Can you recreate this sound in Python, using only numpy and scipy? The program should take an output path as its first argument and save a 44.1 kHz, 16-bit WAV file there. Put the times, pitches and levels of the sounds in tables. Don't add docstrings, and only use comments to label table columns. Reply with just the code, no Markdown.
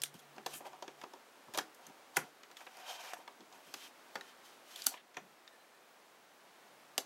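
import sys
import numpy as np
from scipy import signal
from scipy.fft import rfft, irfft
from scipy.io import wavfile
from scipy.ndimage import uniform_filter1d

SR = 44100
rng = np.random.default_rng(int(sys.argv[2]) if len(sys.argv) > 2 else 0)


def field_ratio(decibels):
    return 10 ** (np.asarray(decibels, dtype=float) / 20)


def digitize_waveform(pressure):
    field = np.atleast_2d(pressure).T
    bounded = np.clip(field, -1, 1)
    quanta = np.round(bounded * 32767).astype(np.int16)
    wavfile.write(sys.argv[1], SR, quanta)


N = 310905
T = np.arange(N) / SR
SPAN = 8192

# frequency in Hz, level in dB, t60 in s.
RING_MODES = [(3113, 4.5, 0.039), (3370, 12.5, 0.026), (3840, 5, 0.032), (4376, 7.5, 0.024),
              (4860, 5, 0.018), (5150, 3.5, 0.018), (6270, -6.5, 0.018)]
# frequency in Hz, level in dB, t60 in s.
BODY_MODES = [(348, -15, 0.057), (415, 6.5, 0.041), (530, 1, 0.085), (626, -30, 0.029), (745, 1, 0.22),
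              (803, -0.5, 0.16), (940, 11.5, 0.032)]
# frequency in Hz, level in dB, t60 in s.
BARREL_MODES = [(1185, 9.5, 0.045), (1440, 0, 0.16), (1700, 15, 0.04), (1968, 5.5, 0.054),
                (2400, -14, 0.086), (2570, -13, 0.23)]
# frequency in Hz, level in dB, t60 in s.
PIN_MODES = [(7020, 0, .011), (7700, -4, .009), (8500, -1, .01), (9640, -3, .01), (10800, -4, .009),
             (11900, -4, .009)]
# lower edge in Hz, upper edge in Hz.
PART_BANDS = [
    (2800, 6500),
    (250, 1100),
    (1100, 2800),
    (6500, 13500),
]
# level in dB against the named modes, rise in ms, t60 in s.
PART_CRACKS = [
    (3, 0.2, 0.038),
    (-2, 2.8, 0.12),
    (6, 1.4, 0.066),
    (26, 0.13, 0.046),
]
# (frequency in Hz, level in dB, t60 in s).
RUBBED_PARTS = [
    (2700, 6200, 3, [(3150, 2, .014), (3650, -3, .009), (6400, -6, .007)]),
    (580, 1100, -3, [(745, 0, .04), (910, -3, .03)]),
    (1100, 2800, 5, [(1550, -2, .025), (2430, 0, .03)]),
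    (7000, 14200, 14, [(8800, 0, .006), (11900, -2, .01)]),
]
# frequency in Hz, level in dB, t60 in s.
SPRING_MODES = [(1780, 6, .08), (4050, -1, .1), (8150, -5, .08), (10700, -6, .08), (13600, -9, .08)]

# time in s, level in dB.
HUM_LEVELS = [(0, -77.5), (.06, -73.5), (.58, -75), (.65, -83), (.8, -81), (1.0, -74), (1.07, -82),
              (1.2, -110), (6.5, -110), (6.7, -88), (7.05, -87)]
# frequency in Hz, density in dB per Hz.
HISS_SPECTRUM = [(18, -53), (30, -32), (91, -24.5), (122, -19), (158, -12), (248, -5), (332, -3),
                 (409, -2.5), (713, -0.5), (1530, -4.5), (2050, -7.5), (2470, -9), (13400, -22.5),
                 (15200, -28), (16500, -24)]
# centre in Hz, width in Hz, level in dB.
WHINES = [(13550, 300, -90), (15650, 160, -95)]
# time in s, gain in dB.
HISS_GAIN = [(0, 4), (2.1, 5), (2.3, 2.5), (4.0, 5), (4.87, 4.5), (5.0, 1), (5.8, 3), (7.05, 4.5)]
# band centre in Hz, t60 in s.
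ROOM_DECAY = [(300, 0.38), (1500, 0.19), (5000, 0.17), (12000, 0.14)]

# start in s, peak of rings in dB, then barrel and pins in dB against the rings.
TICK_EVENTS = [(.018, -29.5, -25, -2), (.0352, -26.5, -17, 3), (0.058, -43, -3, -14),
               (.1924, -49, -18, -20), (0.538, -42.5, -6, 7.5), (1.7463, -57, -16, 8.5),
               (1.8678, -47.5, -4, 1), (2.433, -44, -2.5, -30), (2.513, -48, -1.5, -3.5),
               (2.5696, -43.5, -4, -2), (2.6061, -53, 9, -6), (2.8, -52, -1, -1), (3.1416, -64, 2, 18),
               (3.5254, -45, -14, -21), (4.21, -42.5, 0.5, -7), (4.712, -58.5, 9.5, 8),
               (4.7599, -37, -17, -1), (4.8195, -34.5, -31, -3), (4.8412, -48, -6, 9),
               (4.8635, -27, -11, 1), (4.8664, -22.5, -15.5, 7.5), (5.1436, -49, -4, -20),
               (5.4777, -51, -3, -9)]
# start in s, peak of body in dB, then barrel and rings in dB against the body.
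KNOCK_EVENTS = [(0.381, -39.5, 1, -7.5), (.6065, -39.5, -9, -12), (0.6558, -45, -9, -8),
                (0.7306, -45.5, -6, -7.5), (0.8238, -36, -5.5, -0.5), (0.8791, -39, -0.5, -2),
                (1.0143, -46.5, 5, 3), (1.037, -34, -7, -9.5), (1.135, -41, -11, -5),
                (1.4833, -46.5, -18.5, -14.5), (1.8967, -47.5, -6, -11), (2.502, -50, -6, -13.5),
                (2.6661, -43.5, 3, -12), (3.2768, -41, 0, -6), (4.1554, -34, 1, 3), (4.939, -48.5, 5, -17),
                (5.169, -35.5, 2.5, 0)]
# start in s, peak of rings in dB,
# then body, barrel and pins in dB against the rings.
CLACK_EVENTS = [(.1408, -49.5, -1.5, -13, 1), (.3636, -50.5, 4, -14, -13),
                (0.4617, -29.5, -2.5, -3.5, -6.5), (0.4663, -60, 14, 1, 20), (0.666, -47, -3, -5, -4),
                (1.5375, -38, -6, -0.5, -1), (1.546, -36.5, -0.5, -3, -15), (1.5742, -28, -0.2, -4.5, 2),
                (1.5845, -24.5, -9.5, -1.5, -4.5), (2.168, -24, -4, 0.8, 3.5), (2.7687, -48.5, 1, -6, -1),
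                (3.1335, -38, -12, -2, -2), (3.4055, -48, -11, -17, -14), (3.7395, -31, -10.5, -3, -5.5),
                (6.979, -21.5, -15, -11.5, -1)]

# start in s, strongest in s, end in s, level in dB, brightness in dB.
DRAG_STROKES = [(.19, .23, 0.29, -68, -8), (0.48, 0.495, .51, -69, 8), (0.52, 0.539, 0.55, -51.5, -5),
                (0.613, 0.62, 0.66, -57.5, -8), (0.642, 0.656, 0.7, -46.5, -1), (.67, 0.74, 0.85, -57, -4),
                (0.885, 0.92, 0.79, -62, 2), (.93, 1.03, 1.02, -57.5, 5), (1.543, 1.555, 1.59, -45.5, 2),
                (1.783, 1.795, 1.88, -63, -4), (1.79, 1.86, 1.8, -65, 10.5), (2.127, 2.154, 2.37, -59.5, 9),
                (2.163, 2.167, 2.17, -40.5, 9), (2.59, 2.614, 2.645, -53, -15),
                (3.145, 3.17, 3.17, -52, -10), (3.18, 3.2, 3.28, -54.5, -1), (3.27, 3.287, 3.4, -65, 2),
                (3.373, 3.415, 3.26, -63.5, -2), (3.537, 3.52, 3.7, -60.5, -3), (4.933, 4.92, 5.0, -55, 8)]
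# start in s, strongest in s, end in s, level in dB, brightness in dB.
SCRAPE_STROKES = [(.138, 0.153, 0.18, -61.5, -1), (0.177, 0.2, 0.17, -73, 11.5),
                  (0.49, 0.548, .565, -57, 1), (.53, 0.569, 0.6, -62.5, 16),
                  (2.557, 2.581, 2.73, -65.5, -1), (3.165, 3.183, 3.12, -68, 4),
                  (3.533, 3.538, 3.7, -75, 2), (3.629, 3.716, 3.82, -64.5, -0.5),
                  (3.743, 3.856, 3.89, -56, -1.5), (2.848, 2.89, 2.83, -65, -6),
                  (4.205, 4.292, 4.325, -63.5, -6), (4.43, 4.452, 4.58, -65, -2),
                  (4.648, 4.86, 4.92, -55.5, -1.5), (1.542, 1.547, 1.51, -54, -5),
                  (4.133, 4.154, 4.165, -67, .1), (5.14, 5.167, 5.05, -68, -7)]
# time in s, pressure in dB, brightness in dB.
BAYONET_TWIST = [(2.7, -67, -1), (2.778, -56, -1), (2.852, -53.5, 0.5), (2.896, -45.5, 2.5),
                 (2.946, -53, 2.6), (3.0, -50, 0.5), (3.066, -49, 0.1), (3.098, -50.5, 0.5),
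                 (3.124, -50, -4)]
# gains of rings, body, barrel, pins in dB, their shares of the brightness, stroke exponent.
DRAG_KIND = (-12, -0.5, -10.5, -17.5), (1, 0, 0, 1), 1.3
# gains of the four parts in dB, their shares of the brightness, stroke exponent.
SCRAPE_KIND = (0.5, -14, -4.5, -3.5), (0, 0, 0, 1), 0.6
# gains of the four parts in dB, their shares of the brightness.
TURN_KIND = (-6, -5, -5, -14), (1.55, 0.5, 0, 1.5)
# start in s, strongest in s, end in s, level in dB.
SPRING_BRUSHES = [(4.2, 4.26, 4.33, -71), (5.515, 5.53, 5.565, -69), (5.585, 5.615, 5.66, -70.5),
                  (5.73, 5.75, 5.78, -74)]

# start in s, frequency in Hz, peak in dB.
ACCENT_EVENTS = [(.463, 743, -33.5), (.666, 758, -37.5), (.826, 745, -40.5), (1.579, 153, -58),
                 (1.586, 739, -34), (2.168, 150, -47.5), (2.169, 415, -36), (2.169, 800, -31),
                 (2.17, 530, -36), (3.134, 708, -37), (3.278, 776, -52.5), (4.155, 950, -37),
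                 (4.156, 193, -57), (4.157, 398, -46), (4.87, 792, -40.5), (4.872, 268, -50.5),
                 (4.941, 990, -47), (5.169, 421, -49.5), (5.17, 980, -47), (5.172, 151, -62.5),
                 (6.982, 269.1, -50.5), (6.985, 487, -46),
                 (.036, 4830, -48), (1.587, 5940, -27), (1.867, 6100, -41), (2.168, 10860, -25.5),
               (2.169, 1120, -35), (2.169, 6600, -25.5), (2.569, 3330, -40.5), (3.74, 6120, -37),
               (4.158, 1751, -34), (4.21, 3850, -40.5), (4.211, 1850, -40), (4.759, 3340, -39.5),
               (4.82, 4620, -34), (4.867, 1430, -34.5), (4.867, 4600, -20), (5.168, 1810, -38.5),
               (5.169, 1080, -48), (4.942, 2860, -45), (5.477, 3640, -46), (5.476, 1774, -54),
               (6.9794, 3580, -32), (6.9793, 2810, -27), (6.979, 8500, -30)]
# start in s, frequency in Hz, peak in dB, t60 in ms.
TAP_EVENTS = [(.002, 5000, -52, 8), (.0354, 8700, -25, 10), (0.0355, 2840, -30.5, 22),
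              (0.0364, 3460, -28, 26), (.0362, 1680, -38, 22), (.036, 10000, -28, 11),
              (0.0197, 3400, -36, 20), (.0195, 7350, -34, 14), (.048, 9000, -42, 10),
              (.0578, 4500, -42, 10), (0.018, 4840, -36, 14), (.4625, 2700, -36.5, 12),
              (.4625, 4100, -36, 10), (.54, 2800, -45, 14), (.5415, 4500, -44, 12), (1.0145, 3900, -42, 10),
              (1.0405, 1110, -35, 14), (1.5478, 3570, -36, 10), (1.5865, 1160, -31, 14),
              (1.5875, 1810, -32, 14), (1.596, 950, -37, 18), (2.162, 3300, -42, 12),
              (2.1688, 1690, -18, 22), (2.1695, 1980, -23, 30), (2.1715, 432, -30, 60),
              (2.174, 950, -29, 25), (2.17, 2580, -28, 28), (3.134, 1480, -35.5, 25),
              (3.282, 1150, -45, 30), (4.8667, 6200, -16, 14), (4.8666, 14000, -18, 7),
              (4.8666, 8640, -21, 8), (4.8666, 11500, -24, 7), (4.945, 1000, -52, 14),
              (6.9805, 780, -28.5, 30), (6.979, 4750, -27, 10), (6.9795, 3160, -28, 28),
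              (6.98, 5400, -29, 12), (5.477, 4500, -51, 14), (5.478, 1800, -54, 30), (6.98, 1760, -34, 32),
              (6.9793, 7100, -32, 12), (2.169, 1440, -24, 30), (3.277, 3400, -43, 16),
              (3.277, 4300, -47, 12), (2.667, 3800, -48, 12), (.6555, 800, -41, 25), (3.134, 4900, -44, 10)]
# start in s, strongest in s, end in s, level
# in dB, centre in Hz.
SCUFF_STROKES = [(0, 0.007, .03, -69, 150), (.13, .152, 0.2, -62, 200), (.35, .385, 0.46, -61, 240),
                 (.52, .55, 0.64, -63, 230), (1.03, 1.055, 1.06, -63, 260), (1.47, 1.49, 1.52, -68.5, 170),
                 (1.53, 1.56, 1.6, -59, 200), (1.86, 1.89, 1.93, -66, 201), (2.17, 2.19, 2.26, -54.5, 200),
                 (3.18, 3.2, 3.23, -58, 350), (3.275, 3.29, 3.3, -63, 300), (3.385, 3.42, 3.47, -60, 280),
                 (3.55, 3.58, 3.62, -66.5, 280), (3.65, 3.68, 3.74, -66, 250), (3.74, 3.76, 3.76, -64, 260),
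                 (5.17, 5.18, 5.35, -65, 230), (6.982, 6.99, 7.04, -54, 480), (6.983, 6.99, 7, -53, 3400),
                 (2.172, 2.174, 2.25, -48.5, 1400), (4.927, 4.943, 5.02, -55, 2300),
                 (3.13, 3.15, 3.2, -72, 170), (3.02, 3.062, 3.09, -57, 760), (3.76, 3.84, 3.89, -61, 2500),
                 (4.15, 4.167, 4.22, -69, 160), (.53, .56, .6, -76, 90)]


def level(x, db):
    return x * field_ratio(db) / np.sqrt(np.mean(x ** 2))


def peak(x):
    return x / np.max(np.abs(x))


def band(x, lo_hz, hi_hz):
    return signal.sosfilt(signal.butter(3, [lo_hz, hi_hz], "bandpass", fs=SR, output="sos"), x)


def highpass(x, order, hz):
    return signal.sosfilt(signal.butter(order, hz, "highpass", fs=SR, output="sos"), x)


def curve(rows):
    return np.interp(T, *np.transpose(rows))


def walk(rate_hz):
    hold = int(SR / rate_hz)
    steps = np.repeat(rng.standard_normal(N // hold + 1), hold)
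    return 1.68 * uniform_filter1d(steps, hold)[:N]


def decay(t, t60):
    return np.exp(-np.log(1000) * t / t60)


def stroke(start, top, end, pointed):
    corners = [min(start, top - 0.008), top, max(end, top + 0.012)]
    return np.interp(T, corners, [0, 1, 0]) ** pointed


def ring(modes, strike=None, scatter_db=0, detune=0):
    hz, db, t60 = np.transpose(modes)[:, :, None]
    if strike is None:
        strike = np.zeros((2, len(modes)))
    strength, shift = strike[:, :len(modes), None]
    t = T[:int(min(t60.max() * SR, SPAN))]
    fading = field_ratio(db + scatter_db * strength) * decay(t, t60)
    response = np.sum(fading * np.sin(2 * np.pi * hz * (1 + detune * shift) * t), axis=0)
    return np.pad(response, (0, SPAN - len(t)))


def hiss():
    hz, db = np.transpose(HISS_SPECTRUM)
    f = np.maximum(np.arange(N // 2 + 1) * SR / N, 1)
    shape = field_ratio(np.interp(np.log(f), np.log(hz), db))
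    noise = level(irfft(rfft(rng.standard_normal(N)) * shape, N), -65.5)
    for centre, width, db in WHINES:
        whine = band(rng.standard_normal(N), centre - width / 2, centre + width / 2)
        noise = noise + field_ratio(1.9 * walk(15)) * level(whine, db)
    return field_ratio(curve(HISS_GAIN) + 0.3 * walk(5)) * noise


def hum():
    return np.sqrt(2) * field_ratio(curve(HUM_LEVELS) + 2.7 * walk(14)) * np.sin(2 * np.pi * 145 * T)


def room(x):
    t = T[:2 * SPAN]
    tail = np.zeros(2 * SPAN)
    for hz, t60 in ROOM_DECAY:
        noise = band(rng.standard_normal(2 * SPAN), hz / 1.76, min(hz * 1.46, 16000))
        tail += level(noise, 10 * np.log10(hz)) * decay(t, t60)
    tail *= np.clip(t / 0.015, 0, 1)
    return field_ratio(-11.5) * signal.fftconvolve(x, tail / np.sqrt(np.sum(tail ** 2)))[:N]


def scuffs():
    grit = rng.standard_normal(N) * field_ratio(2.1 * walk(70))
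    out = np.zeros(N)
    for *times, db, hz in SCUFF_STROKES:
        out += field_ratio(db) * stroke(*times, 0.77) * level(band(grit, hz / 1.51, hz * 1.62), 0)
    return out


def spring():
    lines = signal.fftconvolve(rng.standard_normal(N), ring(SPRING_MODES))[:N]
    return level(lines, 0) * sum(field_ratio(db) * stroke(*times, 0.2) for *times, db in SPRING_BRUSHES)


def part_gains(kind, db, bright):
    part_db, bright_share = np.array(kind[0])[:, None], np.array(kind[1])[:, None]
    return field_ratio(db + part_db + bright_share * bright)


def pressure():
    s, db, bright = np.transpose(BAYONET_TWIST)
    turning = np.array([np.interp(T, s, gain) for gain in part_gains(TURN_KIND, db, bright)])
    out = turning * np.clip(np.minimum(T - s[0], s[-1] + 0.012 - T) / 0.012, 0, 1)
    for kind, rows in ((DRAG_KIND, DRAG_STROKES), (SCRAPE_KIND, SCRAPE_STROKES)):
        for *times, db, bright in rows:
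            span = slice(int((min(times) - 0.01) * SR), int((max(times) + 0.012) * SR))
            out[:, span] += part_gains(kind, db, bright) * stroke(*times, kind[2])[span]
    return out


def rubs():
    grit = rng.standard_normal(N) * field_ratio(1.6 * rng.exponential(size=N) + 1.5 * walk(60))
    out = np.zeros(N)
    for (lo_hz, hi_hz, grit_db, modes), gain in zip(RUBBED_PARTS, pressure()):
        modal = signal.fftconvolve(grit, ring(modes))[:N]
        modal = level(band(modal, lo_hz * 0.84, hi_hz * 1.15), 0)
        rough = level(band(grit[::-1], lo_hz, hi_hz), grit_db)
        out += gain * level(modal + rough, 0)
    return out


def accents():
    out = np.zeros(N + SPAN)
    for s, hz, db, *held_ms in sorted(ACCENT_EVENTS) + TAP_EVENTS:
        if held_ms:
            t60 = held_ms[0] / 1000
        else:
            t60 = (0.075 if hz < 1000 else 0.064) * (1000 / hz) ** 0.63
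        push = rng.standard_normal(SPAN // 64) * np.exp(-T[:SPAN // 64] / 0.0008)
        cluster = [(hz, 0, t60), (hz * 1.035, -5, t60 * 0.95), (hz * 0.88, -7, t60 * 0.54)]
        rung = signal.fftconvolve(push, ring(cluster))[:SPAN]
        rung = highpass(rung, 3, max(hz / 2, 125))
        out[int(s * SR):][:SPAN] += field_ratio(db) * peak(rung)
    return out[:N]


def contacts():
    rows = []
    for s, db, barrel, pins in TICK_EVENTS:
        rows.append((s, db, db - 26, db + barrel, db + pins, 2.1))
    for s, db, barrel, rings in KNOCK_EVENTS:
        rows.append((s, db + rings, db, db + barrel, db + rings - 12.5, 2.16))
    for s, db, body, barrel, pins in CLACK_EVENTS:
        rows.append((s, db, db + body, db + barrel, db + pins, 3.4))
    return sorted(rows)


def clicks():
    out, t = np.zeros((2, N + SPAN)), T[:SPAN]
    parts = (RING_MODES, BODY_MODES, BARREL_MODES, PIN_MODES)
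    for s, *part_db, rattle_ms in contacts():
        noise, bounce = rng.standard_normal(SPAN), rng.exponential(size=SPAN)
        fade = np.exp(-t / (rattle_ms / 1000))
        push = (noise * field_ratio(4.37 * bounce) * fade)[:SPAN // 4]
        for modes, edges, (crack_db, rise_ms, t60), db in zip(parts, PART_BANDS, PART_CRACKS, part_db):
            response = ring(modes, rng.standard_normal((2, 10)), 2.5, 0.02)
            modal = signal.fftconvolve(push, response)[:SPAN]
            swell = (1 - np.exp(-t * 1000 / rise_ms)) * (fade + 0.5 * decay(t, t60))
            crack = field_ratio(crack_db) * peak(band(noise * swell, *edges))
            both = np.array([peak(modal), crack])
            out[:, int(s * SR):][:, :SPAN] += field_ratio(db - 1.5) * both / np.max(np.abs(both.sum(axis=0)))
    return out[:, :N]


def scene():
    modes, crack = clicks()
    broad, strong = crack + rubs(), accents()
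    to_walls = broad + field_ratio(-7) * (modes + strong)
    small = highpass(modes + broad + spring() + room(to_walls), 4, 240)
    return (small + strong + hum() + hiss() + scuffs())[None]


def roll_off(x):
    return signal.sosfilt(signal.butter(12, 16650, fs=SR, output="sos"), x)


def record(dry):
    cut = signal.sosfilt(signal.ellip(8, 0.2, 50, 15800, fs=SR, output="sos"), dry)
    return roll_off(cut)


dry = scene()
out = record(dry)
digitize_waveform(out)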